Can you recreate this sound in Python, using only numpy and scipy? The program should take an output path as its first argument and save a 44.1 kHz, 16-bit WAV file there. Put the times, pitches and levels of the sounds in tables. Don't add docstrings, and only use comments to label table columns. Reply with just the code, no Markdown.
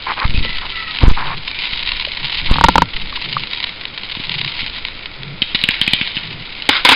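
import sys
import numpy as np
from scipy import signal
from scipy.io import wavfile
from scipy.ndimage import uniform_filter1d

SR = 44100
rng = np.random.default_rng(int(sys.argv[2]) if len(sys.argv) > 2 else 0)


def dump(signal):
    limited = np.clip(np.atleast_2d(signal).T, -1, 1)
    pcm = np.round(limited * 32767).astype(np.int16)
    wavfile.write(sys.argv[1], SR, pcm)


N = 306495
TIME = np.arange(N) / SR

# frequency in Hz, relative level in dB.
SNAP_COLOUR = [(410, -54.5), (700, -18), (741, -22), (964, -8.5), (1250, -19.5), (1400, -12.5), (1590, -15),
               (2120, -2.5), (2560, -3.5), (3070, -1), (3420, -4), (3840, -1), (4990, -12.5), (6490, -40.5),
               (11000, -120)]
# time in seconds, relative level of their crackle in dB.
FIERCENESS = [(0, -29.5), (.29, -23.5), (.84, -26), (1.42, -31.5), (1.68, -22.5), (2.62, -22.5),
              (2.83, -31), (3.36, -22.5), (3.9, -33.5), (4.3, -25), (4.55, -24.5), (5.3, -38.5), (5.5, -34),
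              (5.62, -27.5), (5.88, -23.5), (6.45, -30.5), (6.95, -26)]


def amp(db):
    return 10 ** (np.asarray(db) / 20)


def unit(x):
    return x / np.sqrt(np.mean(x ** 2) + 1e-20)


def add(mix, s, sound):
    part = mix[max(round(s * SR), 0):][:len(sound)]
    part += sound[:len(part)]


def colour(x, points, size=4096):
    hz, db = np.transpose(points)
    bin_hz = abs(np.fft.fftfreq(size, 1 / SR))
    curve_db = np.interp(np.log(bin_hz + 1), np.log(hz + 1), db)
    log_gain = np.log(amp(np.maximum(curve_db, -90)))
    response = np.exp(np.conj(signal.hilbert(log_gain)))
    taps = np.fft.ifft(response).real[:size // 2]
    return signal.oaconvolve(x, taps / np.linalg.norm(taps))[:len(x)]


def snaps(count, per_s, spread_db):
    happens = rng.random(count) < per_s / SR
    size = np.minimum(rng.exponential(1, count), 4)
    sign = rng.choice([-1, 1], count)
    return unit(happens * sign * amp(spread_db * size))


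def wobble(count, size):
    return unit(uniform_filter1d(rng.standard_normal(count), size=size))


def swell(s, length, rise_s, fade_db_per_s):
    rise = np.clip(1 + (TIME - s) / rise_s, 0, 1)
    return rise * amp(-fade_db_per_s * np.maximum(TIME - s - length, 0))


def field_echo(x, echo_db, fade_s):
    t = np.arange(SR) / SR
    reflections = snaps(SR, 2500, 4.5) * amp(-60 * t / fade_s) * (t > .012)
    tail = unit(reflections) / np.sqrt(SR)
    return x + amp(echo_db) * signal.fftconvolve(x, tail)[:N]


def night(level_db=-36):
    # frequency in Hz, relative level in dB.
    night_colour = [(29, -28.5), (50, -0.5), (153, -1), (727, -8.5), (934, -8), (1250, -8), (1400, -4.5),
                    (1660, -10), (2310, -1), (2910, -13.5), (3460, -5.5), (3810, -11), (4990, -14),
                    (6490, -37), (11000, -120)]
    return amp(level_db) * colour(rng.standard_normal(N), night_colour)


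def hums(start_hz=163.5, sag=0.12, waver=0.069, tone_db=-7, rough_db=-2):
    # start in seconds, length in seconds, relative level in dB.
    hum_times = [(1.17, 0.26, -33), (2.21, 0.075, -32), (3.23, .24, -31.5), (4.26, .24, -31.5),
                 (5.18, 0.22, -32), (6.21, .24, -32.5)]
    # frequency in Hz, relative level in dB.
    drone_colour = [(50, -37.5), (100, -5.5), (135, 3.5), (180, -4), (240, -14.5), (400, -15), (900, -49.5)]
    out, drone = np.zeros(N), colour(rng.standard_normal(N), drone_colour)
    for s, length, db in hum_times:
        progress = np.linspace(0, 1, int(length * SR))
        count = len(progress)
        pitch = start_hz * (1 - sag * np.sqrt(progress) + waver * wobble(count, size=400))
        tone = amp(tone_db) * unit(np.sin(2 * np.pi * np.cumsum(pitch) / SR))
        rough = amp(rough_db) * unit(drone[round(s * SR):][:count])
        add(out, s, amp(db) * (tone + rough) * signal.windows.tukey(count, .3))
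    return out


def wind(rumble_db=-5, flutter_db=-1):
    # start in seconds, level in dB, push (+1) or pull (-1),
    # rise time in seconds, decay time in seconds.
    puffs = [(.2520, -1, 1, 0.0037, 0.0092), (0.294, -9, -1, 0.0039, 0.036),
             (0.345, -5.5, -1, 0.0024, 0.019), (0.376, -2, 1, 0.0071, 0.0021),
             (0.4056, -8.5, -1, 0.002, 0.023), (1.0332, 11, -1, 0.0011, 0.0031),
             (1.0379, 2.5, 1, 0.0009, 0.014), (1.0700, 3.5, -1, 0.0055, 0.0054),
             (1.0811, 3, 1, 0.0019, 0.024), (1.1130, -2.5, 1, 0.002, 0.012), (1.139, -12, -1, .025, 0.087),
             (1.7300, -17.5, 1, 0.0031, 0.0064), (2.464, -6.5, -1, 0.045, 0.0068),
             (2.513, 2, 1, 0.0013, 0.012), (2.9400, -16, 1, 0.017, 0.013), (3.0200, -17, -1, 0.021, 0.034)]
    # arrival and length in seconds, relative levels of rumble and flutter in dB.
    gusts = [(0.261, 0.22, -19.5, -27.5), (1.021, 0.051, -19, -18), (1.72, 0.18, -23.5, -57),
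             (2.198, 0.22, -26, -48), (2.424, .06, -20, -30), (2.496, 0.347, -32, -25.5),
             (2.955, 0.11, -23, -35), (4.15, 0.41, -29.5, -52), (4.623, 0.013, -23, -36),
             (5.1, 0.94, -31, -55)]
    # frequency in Hz, relative level in dB.
    rumble_colour = [(5, -1.5), (15, 0), (30, -8.5), (60, -17), (120, -27), (300, -54.5)]
    flutter_colour = [(20, 1.5), (60, -2.5), (150, 0.5), (280, -10), (500, -20.5), (1200, -46),
                      (3000, -92.5)]
    jolts, t = np.zeros(N), np.arange(SR // 2) / SR
    for s, db, direction, rise, decay in puffs:
        push = np.sin(np.pi / 2 * np.minimum(t / rise, 1)) ** 2
        creep_back = np.exp(-np.maximum(t - rise, 0) / decay)
        add(jolts, s, np.sign(direction) * amp(db) * push * creep_back)
    slow, quick = amp(-33), 0
    for s, length, low_db, rough_db in gusts:
        slow = np.maximum(slow, amp(low_db) * swell(s, length, rise_s=.07, fade_db_per_s=24))
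        quick = np.maximum(quick, amp(rough_db) * swell(s, length, rise_s=.02, fade_db_per_s=301))
    rumble = unit(colour(rng.standard_normal(N), rumble_colour + [(1000, -84)], size=16384))
    flutter = colour(rng.standard_normal(N), flutter_colour)
    return jolts + amp(flutter_db) * quick * flutter + amp(rumble_db) * slow * rumble


def knocks(detune=0.063, tick_db=-12, tick_s=0.0026):
    # start in seconds, relative level in dB.
    blows = [(1.1750, -10), (2.5583, -8), (2.5847, -3.5), (2.611, 1.5), (2.639, 14), (2.641, 18.5),
             (2.6465, 1), (2.6847, 11.5), (2.6882, 6.5), (2.7561, 10.5), (2.7804, 10.5), (2.82, 9)]
    # pitch in Hz, relative level in dB, seconds to fade by 60 dB.
    case_notes = [(64, -15.5, 0.048), (121.4, -22.5, 0.067), (177, -15, 0.06), (267.5, -10.5, 0.026),
                  (569, -8, 0.017), (947, -1.5, 0.022), (1112, 4.5, 0.01), (1396, 0, 0.0092),
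                  (1365, -36.5, 0.18)]
    out, t = np.zeros(N), np.arange(SR // 4) / SR
    ring_s = np.array(case_notes)[:, 2]
    soft_start = 1 - np.exp(-t / 0.0006)
    for s, db in blows:
        tunings = 1 + detune * ring_s.min() / ring_s * rng.standard_normal(len(case_notes))
        ring = sum(amp(note_db - 60 * t / fade_s) * np.sin(2 * np.pi * hz * tuning * t)
                   for (hz, note_db, fade_s), tuning in zip(case_notes, tunings))
        tick = amp(tick_db) * np.exp(-t / tick_s) * colour(rng.standard_normal(len(t)), SNAP_COLOUR)
        add(out, s, amp(db) * (ring + tick) * soft_start)
    return out


def rubbing():
    # arrival in seconds, length in seconds, level in dB.
    strokes = [(0.078, .042, -19), (0.183, 0.015, -20), (0.225, 0.025, -19), (0.625, 0.037, -28),
               (1.018, 0.094, -25), (1.181, 0.053, -22), (1.258, 0.084, -25), (2.499, .04, -25.5)]
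    # frequency in Hz, relative level in dB.
    rub_colour = [(300, -19.5), (650, -16), (850, -4.5), (1050, 0.5), (1350, -7), (1900, -9.5), (2400, -10),
                  (4000, -44)]
    loudness = sum(amp(db) * swell(s, length, rise_s=0.022, fade_db_per_s=899)
                   for s, length, db in strokes)
    return loudness * colour(snaps(N, 3000, 3.3), rub_colour + [(6000, -66)])


def thuds(cycles=17, soft_s=0.0008, low_share=0.11):
    # start in seconds, relative level in dB, pitch in Hz.
    hits = [(.4500, -17, 504), (2.0730, -18.5, 573), (3.1267, -12, 1130), (3.174, -14, 1020),
            (3.3673, 3, 1174)]
    out, t = np.zeros(N), np.arange(4000) / SR
    for s, db, hz in hits:
        ring = np.sin(2 * np.pi * hz * t) + low_share * np.sin(np.pi * hz * t)
        add(out, s, amp(db - 60 * t * hz / cycles) * (1 - np.exp(-t / soft_s)) * ring)
    return out


def whistles(arch=.012, waver=0.013, flutter=0.5, gain_db=-2):
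    # start and length in seconds, base pitch in Hz, glide as a share of
    # that pitch, relative level in dB, change to the side tones' level in dB.
    glides = [(0.336, 0.074, 825, 0.042, -26, -33), (.39, 0.26, 664, -0.038, -28.5, -14),
              (0.702, .25, 667, -0.059, -27, -6), (1.492, .14, 760, 0.049, -29, -24)]
    # multiple of the base pitch, relative level in dB.
    side_tones = [(2, 2), (4, -4)]
    out = np.zeros(N)
    for s, length, hz, glide, db, side_db in glides:
        progress = np.linspace(0, 1, int(length * SR))
        count = len(progress)
        bend = glide * progress + arch * np.sin(np.pi * progress)
        pitch = hz * (1 + bend + waver * wobble(count, size=250))
        phase = 2 * np.pi * np.cumsum(pitch) / SR
        tones = [(3, 0)] + [(multiple, tone_db + side_db) for multiple, tone_db in side_tones]
        whistle = sum(amp(tone_db) * (1 + flutter * wobble(count, size=500)) * np.sin(multiple * phase)
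                      for multiple, tone_db in tones)
        add(out, s, unit(whistle) * amp(gain_db + db) * signal.windows.tukey(count, .5))
    return out


def fizz(gain_db=-2, volleys_per_s=110, fade_s=0.0055, steady=0.68):
    starts = (rng.random(N) < volleys_per_s / SR) * rng.uniform(0.08, 1, N)
    volleys = unit(signal.lfilter([1], [1, -np.exp(-1 / (fade_s * SR))], starts))
    crackle = unit(snaps(N, 4000, 3.3) * (steady + volleys))
    fire_db = np.interp(TIME, *np.transpose(FIERCENESS))
    return amp(gain_db + fire_db) * colour(crackle, SNAP_COLOUR)


def lesser_stars(count=400, per_s=26, lift_db=1.5, spread_db=2, shortest_s=.0015, longest_s=.012):
    gap, size, span = rng.random((count, 3)).T
    starts = np.cumsum(2 * gap / per_s)
    lengths = shortest_s * (longest_s / shortest_s) ** span
    db = np.interp(starts, *np.transpose(FIERCENESS)) + lift_db + spread_db * (2 * size - 1)
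    db -= 6 * np.log10(lengths / np.sqrt(shortest_s * longest_s))
    return [row for row in zip(starts, db, lengths) if row[0] < N / SR]


def star_pops(first_snap=0.77, fall_db=7, snaps_per_s=2200, ceiling=0.64):
    # start in seconds, level in dB, length in seconds.
    loud_stars = [(.2, -15, 0.0032), (.279, -21, 0.0029), (.375, -18, .0037), (.4491, -10.5, 0.0016),
                  (.5834, -18.5, .0063), (.702, -24, .015), (.9483, -17.5, 0.0036), (.9707, -17.5, 0.0024),
                  (.987, -11.5, 0.0026), (1.4774, -17.5, 0.0071), (1.514, -19, 0.0039),
                  (1.589, -19, 0.0087), (1.6206, -19, 0.01), (1.734, -18, .008), (1.793, -22, .012),
                  (1.829, -17.5, .0054), (1.874, -14.5, 0.0072), (1.9183, -8, 0.0027),
                  (2.01, -17.5, 0.0026), (2.0496, -14, 0.0054), (2.245, -16.5, 0.018), (2.326, -16, .005),
                  (2.4607, -19, 0.016), (2.54, -16, 0.0038), (2.663, -16, .0068), (2.9645, -16.9, 0.0074),
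                  (3.1587, -17.5, 0.011), (3.3275, -17, 0.0081), (3.436, -19, 0.0068),
                  (3.533, -10.5, 0.0031), (3.602, -15.5, 0.004), (3.6282, -18, 0.0063),
                  (3.6408, -11, 0.0053), (3.6922, -22, .0039), (3.8115, -25, 0.0096), (3.8537, -15, 0.0033),
                  (3.9769, -20, .0084), (4.0339, -22, 0.0063), (4.0978, -22.5, 0.0075),
                  (4.1196, -21, 0.0093), (4.151, -19, .0034), (4.2282, -26, 0.0027), (4.2945, -13, 0.003),
                  (4.3166, -17, 0.0048), (4.341, -18.5, 0.012), (4.3874, -19.5, 0.011),
                  (4.4136, -12.5, 0.0052), (4.4468, -15, 0.005), (4.6055, -20, .006), (4.664, -21.5, 0.021),
                  (4.8507, -9.5, .0019), (4.8846, -17, .0017), (5.058, -18, 0.003), (5.233, -21, 0.0032),
                  (5.557, -11, 0.0039), (5.59, -19, 0.0066), (5.7091, -17, .015), (6.0744, -18, 0.0087),
                  (6.622, -15, 0.0019), (6.667, -26, .006), (6.768, -16, 0.011)]
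    out = np.zeros(N)
    for s, db, length in loud_stars + lesser_stars():
        count = max(int(length * SR), 60)
        volley = snaps(count, snaps_per_s, 3.4) + 0.13 * rng.standard_normal(count)
        volley = unit(volley * amp(-fall_db * np.arange(count) / count))
        volley[0] += first_snap * np.sqrt(count)
        pop = colour(np.r_[volley, np.zeros(256)], SNAP_COLOUR, size=1024)
        add(out, s, amp(db) * np.sqrt(count) * pop / np.linalg.norm(pop))
    return ceiling * np.tanh(out / ceiling)


def comet_shots(crack_s=0.0026, width_hz=700, floor_db=-24, ring_db=-6, tube_hz=209, peak_s=0.0021):
    # start in seconds, crack level in dB, crack pitch in Hz,
    # thump level in dB, echo level against the crack in dB, echo delay in seconds.
    launches = [(4.17, -26, 3020, -20.5, -8, .0065), (4.198, -33, 2980, -19, -1, 0.0072),
                (4.6290, -25, 3000, -21.5, -5, 0.0055), (5.4197, -6, 3010, -14.5, -2, 0.0053),
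                (5.5470, -7, 3250, -13.5, 0.5, 0.0041), (5.638, -2, 2950, -15, -11, 0.0051),
                (5.6882, -3, 2670, -12, -13, 0.0058), (5.814, -3.5, 3220, -14, -8.5, 0.0075),
                (5.877, -3, 2920, -12.5, -19, 0.0036), (5.9339, 0.5, 3200, -11.5, -17, 0.0073),
                (6.0126, -8.5, 2720, -14, -7.5, 0.0063), (6.168, -13.5, 3000, -18.5, -1, 0.0073)]
    cracks, tubes, t = np.zeros(N), np.zeros(N), np.arange(2048) / SR
    hz = np.geomspace(400, 6000, num=24)
    fade = np.exp(-(t / crack_s) ** 2) + 0.18 * np.exp(-t / 0.015)
    thump_shape = (t / peak_s) ** 2 * np.exp(2 - 2 * t / peak_s)
    thump = thump_shape * (np.sin(2 * np.pi * tube_hz * t) - .2)
    for s, db, centre_hz, thump_db, echo_db, delay in launches:
        hump = np.exp(-.5 * ((hz - centre_hz) / width_hz) ** 2) + amp(floor_db)
        noise = colour(rng.standard_normal(len(t)) * fade, np.c_[hz, 20 * np.log10(hump)])
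        crack = unit(noise) * np.sqrt(np.mean(fade ** 2))
        ring = amp(ring_db) * fade * np.sin(2 * np.pi * centre_hz * t)
        for late, change_db in ((0, 0), (delay, echo_db)):
            add(cracks, s + late, amp(db + change_db) * crack)
            add(tubes, s + late, amp(db + change_db) * ring)
        add(tubes, s, amp(thump_db) * thump)
    return cracks, tubes


def comet_bursts(rise_s=0.0092, hold_s=0.076, sag_db_per_s=35):
    # start in seconds, bang level in dB, decay in seconds, spark level in dB.
    charges = [(6.6903, 8, 0.0037, -13.5), (6.8497, 5, 0.0065, -11), (6.889, 8.5, 0.0048, -9.5),
               (6.918, 1.5, 0.0068, -17)]
    # frequency in Hz, relative level in dB.
    bang_colour = [(59, -28), (100, -15), (183, -29), (258, -6), (382, -14), (539, -10.5), (635, -18.5),
                   (1000, 3.5), (1260, -20), (1750, -10), (2060, -5.5), (2640, -5.5), (3100, -4),
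                   (3840, -7.5), (4990, -18.5), (6490, -27), (11000, -120)]
    spark_colour = [(120, -57), (200, -20), (672, -14), (992, -7.5), (1510, 0.5), (1770, -7), (2140, 1.5),
                    (2650, -4), (3710, 0), (4420, -11), (4990, -9.5), (6490, -50), (11000, -120)]
    bangs, spark_power, t = np.zeros(N), np.zeros(N), np.arange(3000) / SR
    for s, db, decay, sparks_db in charges:
        add(bangs, s, amp(db) * np.exp(-t / decay) * rng.standard_normal(len(t)))
        shower = swell(s + rise_s, hold_s, rise_s, fade_db_per_s=249)
        spark_power += (shower * amp(sparks_db - sag_db_per_s * np.maximum(TIME - s, 0))) ** 2
    sparks = np.sqrt(spark_power) * colour(snaps(N, 4000, 3.1), spark_colour)
    return colour(bangs, bang_colour) + sparks


def scene():
    cracks, tubes = comet_shots()
    stars = field_echo(star_pops() + fizz() + whistles(), echo_db=-13.5, fade_s=0.71)
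    shots = field_echo(cracks, echo_db=-8, fade_s=0.99) + tubes
    fireworks = stars + shots + comet_bursts()
    return (fireworks + thuds() + knocks() + rubbing() + wind() + hums() + night())[None]


def record(dry, muffle_hz=5250, top_hz=16000):
    def low_pass(x, hz):
        taps = signal.firwin(255, hz, window=("kaiser", 8), fs=SR)
        return signal.oaconvolve(x, taps[None], "same")
    muffled = low_pass(np.clip(dry, -1.15, 1.15), muffle_hz)
    return low_pass(np.clip(muffled, -1, 1), top_hz)


dry = scene()
out = record(dry)
dump(out)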